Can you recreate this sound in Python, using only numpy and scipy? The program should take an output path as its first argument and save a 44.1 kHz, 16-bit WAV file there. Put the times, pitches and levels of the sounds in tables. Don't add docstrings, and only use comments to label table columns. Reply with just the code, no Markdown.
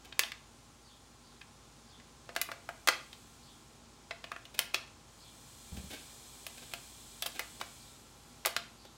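import sys
import numpy as np
from scipy import signal
from scipy.fft import rfft, irfft, next_fast_len
from scipy.io import wavfile
from scipy.ndimage import uniform_filter1d, map_coordinates

SR = 44100
rng = np.random.default_rng(int(sys.argv[2]) if len(sys.argv) > 2 else 0)


def log_audio(samples):
    frames = np.atleast_2d(samples).T
    limited = np.clip(frames, -1, 1)
    pcm = np.round(limited * 32767).astype(np.int16)
    wavfile.write(sys.argv[1], SR, pcm)


N = 395577
TIME_S = np.arange(N) / SR
TOP_HZ = 16000

# start_s, level_db, knock_db, bite_db, snap_db, ring_hz
CONTACTS = [(0.123, -45, -9, 1, -30, 3380), (0.1929, -22.5, -7, 4.5, 2, 2200),
            (0.2335, -33.5, -2, 10, -23, 3160), (0.318, -40.5, -27, 4.5, -15, 2180),
            (1.412, -49, -13, 4, -30, 2270), (1.998, -57.5, -5, 3, -21, 1940),
            (2.29, -44, 8, 2.5, -19, 1620), (2.351, -52, -7, 6, -3, 1610), (2.3625, -30, 1, 3.5, -8, 1740),
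            (2.4143, -28.5, -13, 4.5, 7.5, 2290), (2.488, -42, 1, -19, -31, 1230),
            (2.5154, -38, -1, -1, -14, 1570), (2.689, -37, 1.5, -7, -17, 1380),
            (2.8738, -24.5, -3, 5, -4.5, 1700), (2.8854, -19.5, -3.5, 2.5, -10, 1560),
            (3.129, -48, -6, 5, -10, 3470), (4.108, -36.5, 0, 2, -26, 2090), (4.24, -42, -2, -2, -21, 3290),
            (4.3163, -37, -8, -4.5, -19, 1250), (4.361, -43.5, -3, -6, -24, 1550),
            (4.453, -49.5, -4, 7, -10, 2940), (4.5908, -24.5, -10.5, 2.5, 1.5, 3090),
            (4.739, -45.5, 6, -3, -4, 2500), (4.7437, -26, -3, 5.5, -9, 2500),
            (6.466, -40, -2.5, 5, 2.5, 2700), (6.736, -36.5, -1.5, 1.5, -5, 2740),
            (7.2225, -32.5, -3, 5, 3, 3390), (7.2595, -39, 4.5, 7, 1, 1200),
            (7.2622, -33.5, 2, 8, 5.5, 2970), (7.3936, -32.5, 0.5, 2, -2, 2050),
            (7.612, -35.5, -1.5, 2, -13, 1130), (8.4497, -31, -9, 0, -16, 2140),
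            (8.4587, -26, 2, 7, 6, 1150), (8.4695, -33, -4, 0, -9, 420), (8.5639, -28.5, -6, 8, -9, 1620),
            (8.851, -52, 3, 3, -7, 420)]
# centre_hz, width_hz, gain_db
CASE_MODES = [(411, 36, -0.5), (501, 30, -2.5), (691, 22, 16), (1018, 46, 0.5), (1270, 64, -0.5),
              (1394, 35, -6.5), (1605, 44, 2), (1804, 37, -6), (2020, 89, -5.5), (2204, 130, -3.5),
              (2506, 67, 0), (2714, 22, -2.5), (2930, 52, -5), (3170, 46, -6), (3620, 120, -11),
              (4560, 1350, -8.5)]
# centre_hz, width_hz, gain_db
COVER_MODES = [(550, 100, 1), (770, 68, 13), (1580, 56, 13.5), (2200, 50, 9), (2495, 60, 11.5),
               (2680, 53, 6), (3060, 110, 4.5), (3720, 200, 4)]
# start_s, level_db
FINGER_BUMPS = [(5.719, -42), (5.742, -45), (5.768, -39.5), (5.835, -42)]
# start_s, length_s, level_db
SLIDES = [(0.046, 0.017, -51), (4.541, 0.015, -45.5), (4.574, 0.018, -50.5), (5.765, 0.013, -46),
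          (5.898, 0.029, -45.5), (5.917, 0.045, -45), (6.573, 0.015, -48), (6.616, .025, -51.5),
          (6.711, 0.02, -53), (7.345, 0.03, -46.5), (7.597, 0.016, -47)]
# start_s, relative_db
CALLS = [(0.82, -56), (1.21, -59), (1.845, -57), (3.394, -55), (5.165, -54), (7.77, -55.5), (8.76, -55)]
# delay_s, start_hz, end_hz, relative_db
CALL_NOTES = [(0, 4560, 4345, -0.5), (.055, 3505, 3660, -2)]
# freq_hz, gain_db
BUZZ_SPECTRUM = [(1700, -8), (2500, -9.5), (3500, -14), (4300, -1.5), (4700, -3), (6000, 0), (7000, 3),
                 (8100, 4.5), (9000, -0.5), (10000, -2), (15000, -9)]
# centre_hz, nominal_width_hz, gain_db
BUZZ_MODES = [(2370, 66, 15.5), (3390, 570, 18), (4160, 210, 7.5), (5050, 130, 6), (8030, 160, 2.5)]
# start_s, end_s, level_db
BUZZ_SWELLS = [(2.3, 3.87, -69.5), (5.05, 8.13, -57), (7.6, 8.9, -70)]
# centre_hz, nominal_width_hz, full_from_s, level_db
INSECT_TRILLS = [(9520, 130, 0.5, -77), (11500, 260, 8, -79)]
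# pitch_hz, relative_db
HUM_TONES = [(53.8, -66.5), (134.6, -81.5), (236.9, -78.5), (818.3, -74), (1055, -76.5), (1357, -77)]
# freq_hz, gain_db
AIR_SPECTRUM = [(15, -46), (25, -35), (43, -17), (64, -6.5), (82, -4.5), (123, -2), (205, -10), (235, -0.5),
                (261, -7.5), (587, -14), (1060, -13), (1510, -18), (1870, -20.5), (7030, -20), (15800, -63)]
# freq_hz, t60_s
ROOM_DECAY = [(200, 0.59), (700, 0.34), (2500, 0.41), (5000, 0.35), (8000, 0.32), (14000, 0.22)]
# freq_hz, gain_db
BUMP_SPECTRUM = [(38, -36), (62, 2), (75, 8), (100, -7), (185, 1.5), (290, -17), (700, -21), (2000, -37)]
GRIT_SPECTRUM = [(100, -21), (210, 15.5), (400, 12.5), (1000, -2.5), (3500, 7.5), (8000, 0),
                 (15000, -4.5)]
WAVER_SPECTRUM = [(300, -8), (1000, -40)]
ECHO_SPECTRUM = [(300, -3), (700, 2), (2500, 2), (5500, -1.5), (13000, -3.5)]


def clicks():
    out = np.zeros(N)
    for start_s, *contact in CONTACTS:
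        add(out, start_s, click(*contact))
    return out


def click(level_db, knock_db, bite_db, snap_db, ring_hz, ring_db=9, ring_width_hz=480, wet_db=-9):
    body = bench_reflection(case_response(chatter(knock_db, snap_db), knock_db, bite_db, snap_db))
    ring = lambda hz: resonances(hz, [(ring_hz, ring_width_hz, ring_db)])
    direct = filtered(body, lambda hz: causal(ring(hz)))
    out = room_echo(filtered(body, lambda hz: causal(np.sqrt(ring(hz)))), wet_db)
    add(out, 0, direct)
    rms_over_10ms = np.sqrt(np.sum(direct ** 2) / (SR / 100))
    return amp(level_db) * out / rms_over_10ms


def chatter(knock_db, snap_db, hold_s=0.0003, crack_t60_s=0.0098, rattle_db=-9, grain=0.43):
    t = np.arange(4096) / SR
    rise_s = 0.00066 * 2 ** (-snap_db / 12)
    rattle_t60_s = 0.069 * 2 ** (knock_db / 21)
    impacts = rng.standard_normal(len(t)) * np.exp(grain * rng.standard_normal(len(t)))
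    after_s = np.maximum(t - rise_s - hold_s, 0)
    decay = fade(after_s, crack_t60_s) + amp(rattle_db) * fade(after_s, rattle_t60_s)
    return whitened(impacts * np.minimum(t / rise_s, 1) * decay, band_bins=70)


def case_response(force, knock_db, bite_db, snap_db, ripple_db=2, shell_db=-9):
    colour = [(80, knock_db - 29), (220, knock_db - 18), (370, knock_db + 0.5), (700, knock_db - 3),
              (1200, 0), (2300, 0), (3700, bite_db), (7800, (bite_db + snap_db) / 2 - 1.5),
              (10500, snap_db + 2), (15500, snap_db - 1.5), (17500, snap_db - 15)]
    strengths_db = ripple_db * rng.standard_normal(60)
    ripple = lambda hz: np.interp(hz, np.linspace(3000, TOP_HZ, len(strengths_db)), strengths_db, left=0)
    gain = lambda hz: resonances(hz, CASE_MODES, shell_db) * amp(along(colour, hz) + ripple(hz))
    return filtered(force, lambda hz: causal(gain(hz)))


def bench_reflection(x, delay_s=0.003316, echo_db=-3, dull_hz=1600):
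    lowpass = lambda hz: 1 / (1 + 1j * hz / dull_hz) ** 2
    return filtered(x, lambda hz: 1 + amp(echo_db) * np.exp(-2j * np.pi * hz * delay_s) * lowpass(hz))


def bumps(rise_s=0.0044, t60_s=0.21):
    out, t = np.zeros(N), np.arange(8192) / SR
    envelope = fade(t, t60_s) * (1 - np.exp(-t / rise_s))
    for start_s, level_db in FINGER_BUMPS:
        add(out, start_s, amp(level_db) * noise(BUMP_SPECTRUM, len(t)) * envelope)
    return out


def scrapes(grain=0.99, wet_db=-4):
    out, t = np.zeros(N), np.arange(8192) / SR
    cover = lambda hz: causal(resonances(hz, COVER_MODES) * amp(along(GRIT_SPECTRUM, hz)))
    for start_s, length_s, level_db in SLIDES:
        stroke = np.sin(np.pi * np.minimum(t / length_s, 1))
        friction = rng.standard_normal(len(t)) * np.exp(grain * rng.standard_normal(len(t)))
        grit = filtered(whitened(stroke * friction, band_bins=60), cover)
        grit *= np.linalg.norm(stroke) / np.linalg.norm(grit)
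        add(out, start_s, in_room(amp(level_db) * grit, wet_db))
    return out


def birds(note_s=0.075, scatter=0.04, waver=0.075, gain_db=-23, wet_db=20):
    out, progress = np.zeros(N), np.linspace(0, 1, int(note_s * SR))
    for start_s, call_db in CALLS:
        for delay_s, start_hz, end_hz, note_db in CALL_NOTES:
            ends_hz = np.array([start_hz, end_hz]) * (1 + scatter * rng.standard_normal(2))
            burr = 1 + waver * noise(WAVER_SPECTRUM, SR // 2)[:len(progress)]
            pitch_hz = np.interp(progress, [0, 1], ends_hz) * burr
            chirp = np.sin(2 * np.pi * np.cumsum(pitch_hz) / SR) * np.sin(np.pi * progress)
            add(out, start_s + delay_s, amp(call_db + note_db + gain_db) * in_room(chirp, wet_db))
    return out


def insects(rest_db=-69, rise_s=0.71, fall_s=0.58, flutter_db=0.3, trill_rise_s=0.35):
    modes = lambda hz: sum(amp(db) ** 2 * peak(hz, f, 1.14 * w) ** 2 for f, w, db in BUZZ_MODES)
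    buzz = unit_rms(filtered(noise(BUZZ_SPECTRUM), lambda hz: np.sqrt(1 + modes(hz))))
    swell = sum(amp(db) * np.clip(np.minimum((TIME_S - start_s) / rise_s, (end_s - TIME_S) / fall_s), 0, 1)
                for start_s, end_s, db in BUZZ_SWELLS)
    out = (amp(rest_db) + swell) * amp(flutter_db * wobble(5)) * buzz
    for centre_hz, width_hz, full_from_s, level_db in INSECT_TRILLS:
        tone = unit_rms(filtered(rng.standard_normal(N), lambda hz: peak(hz, centre_hz, 2 * width_hz)))
        out += amp(level_db) * tone * np.clip(1 + (TIME_S - full_from_s) / trill_rise_s, 0, 1)
    return out


def machine_hum(gain_db=-1, drift_db=0.96, drift_rad=0.84):
    out = np.zeros(N)
    for pitch_hz, relative_db in HUM_TONES:
        rms = amp(gain_db + relative_db + drift_db * wobble(1.93))
        phase_rad = 2 * np.pi * pitch_hz * TIME_S + drift_rad * wobble(4 + pitch_hz / 20)
        out += rms * np.sqrt(2) * np.sin(phase_rad)
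    return out


def air(level_db=-59, drift_db=0.5):
    return amp(level_db + drift_db * wobble(2.1)) * noise(AIR_SPECTRUM)


def room_echo(x, wet_db, build_s=0.0033):
    band_hz, t, bands = signal.stft(rng.standard_normal(SR // 2), SR, nperseg=256)
    tail = signal.istft(bands * fade(t, along(ROOM_DECAY, band_hz)[:, None]), SR, nperseg=256)[1]
    tail *= 1 - np.exp(-(np.arange(len(tail)) / SR / build_s) ** 2)
    tail /= np.linalg.norm(tail)
    return signal.fftconvolve(x, filtered(tail, lambda hz: amp(wet_db + along(ECHO_SPECTRUM, hz))))


def in_room(x, wet_db):
    out = room_echo(x, wet_db)
    out[:len(x)] += x
    return out


def amp(db):
    return 10 ** (np.asarray(db) / 20)


def unit_rms(x):
    return x / np.sqrt(np.mean(x ** 2) + 1e-20)


def along(points, hz):
    freq_hz, values = np.transpose(points)
    return np.interp(np.log(hz + 1), np.log(freq_hz + 1), values)


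def fade(t, t60_s):
    return np.exp(-np.log(1000) * t / np.maximum(t60_s, 1e-4))


def wobble(rate_hz):
    knots = rng.standard_normal(int(N * rate_hz / SR) + 4)
    return map_coordinates(knots, [np.arange(N) * rate_hz / SR])


def filtered(x, response):
    size = 2 * next_fast_len(len(x))
    return irfft(rfft(x, size) * response(np.fft.rfftfreq(size, 1 / SR)), size)[:len(x)]


def noise(spectrum, size=N):
    return unit_rms(filtered(rng.standard_normal(size), lambda hz: amp(along(spectrum, hz))))


def causal(gain):
    cepstrum = irfft(np.log(np.maximum(gain, 1e-6)))
    half = len(cepstrum) // 2
    cepstrum[1:half] *= 2
    cepstrum[half + 1:] = 0
    return np.exp(rfft(cepstrum))


def peak(hz, centre_hz, width_hz):
    return 1 / (1 + (2 * (hz - centre_hz) / width_hz) ** 2)


def resonances(hz, modes, floor_db=0):
    return np.sqrt(amp(floor_db) ** 2 + sum(amp(db) ** 2 * peak(hz, f, w) for f, w, db in modes))


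def whitened(x, band_bins):
    power = uniform_filter1d(np.abs(rfft(x)) ** 2, band_bins)
    return irfft(rfft(x) * causal(np.sqrt(power.mean() / np.abs(power))))


def add(track, start_s, x):
    i = max(round(start_s * SR), 0)
    track[i:i + len(x)] += x[:max(len(track) - i, 0)]


def scene():
    return (clicks() + bumps() + scrapes() + birds() + insects() + machine_hum() + air())[None]


def record(dry):
    return np.array([filtered(x, lambda hz: np.clip((TOP_HZ - hz) / 600 + .5, 0, 1)) for x in dry])


dry = scene()
out = record(dry)
log_audio(out)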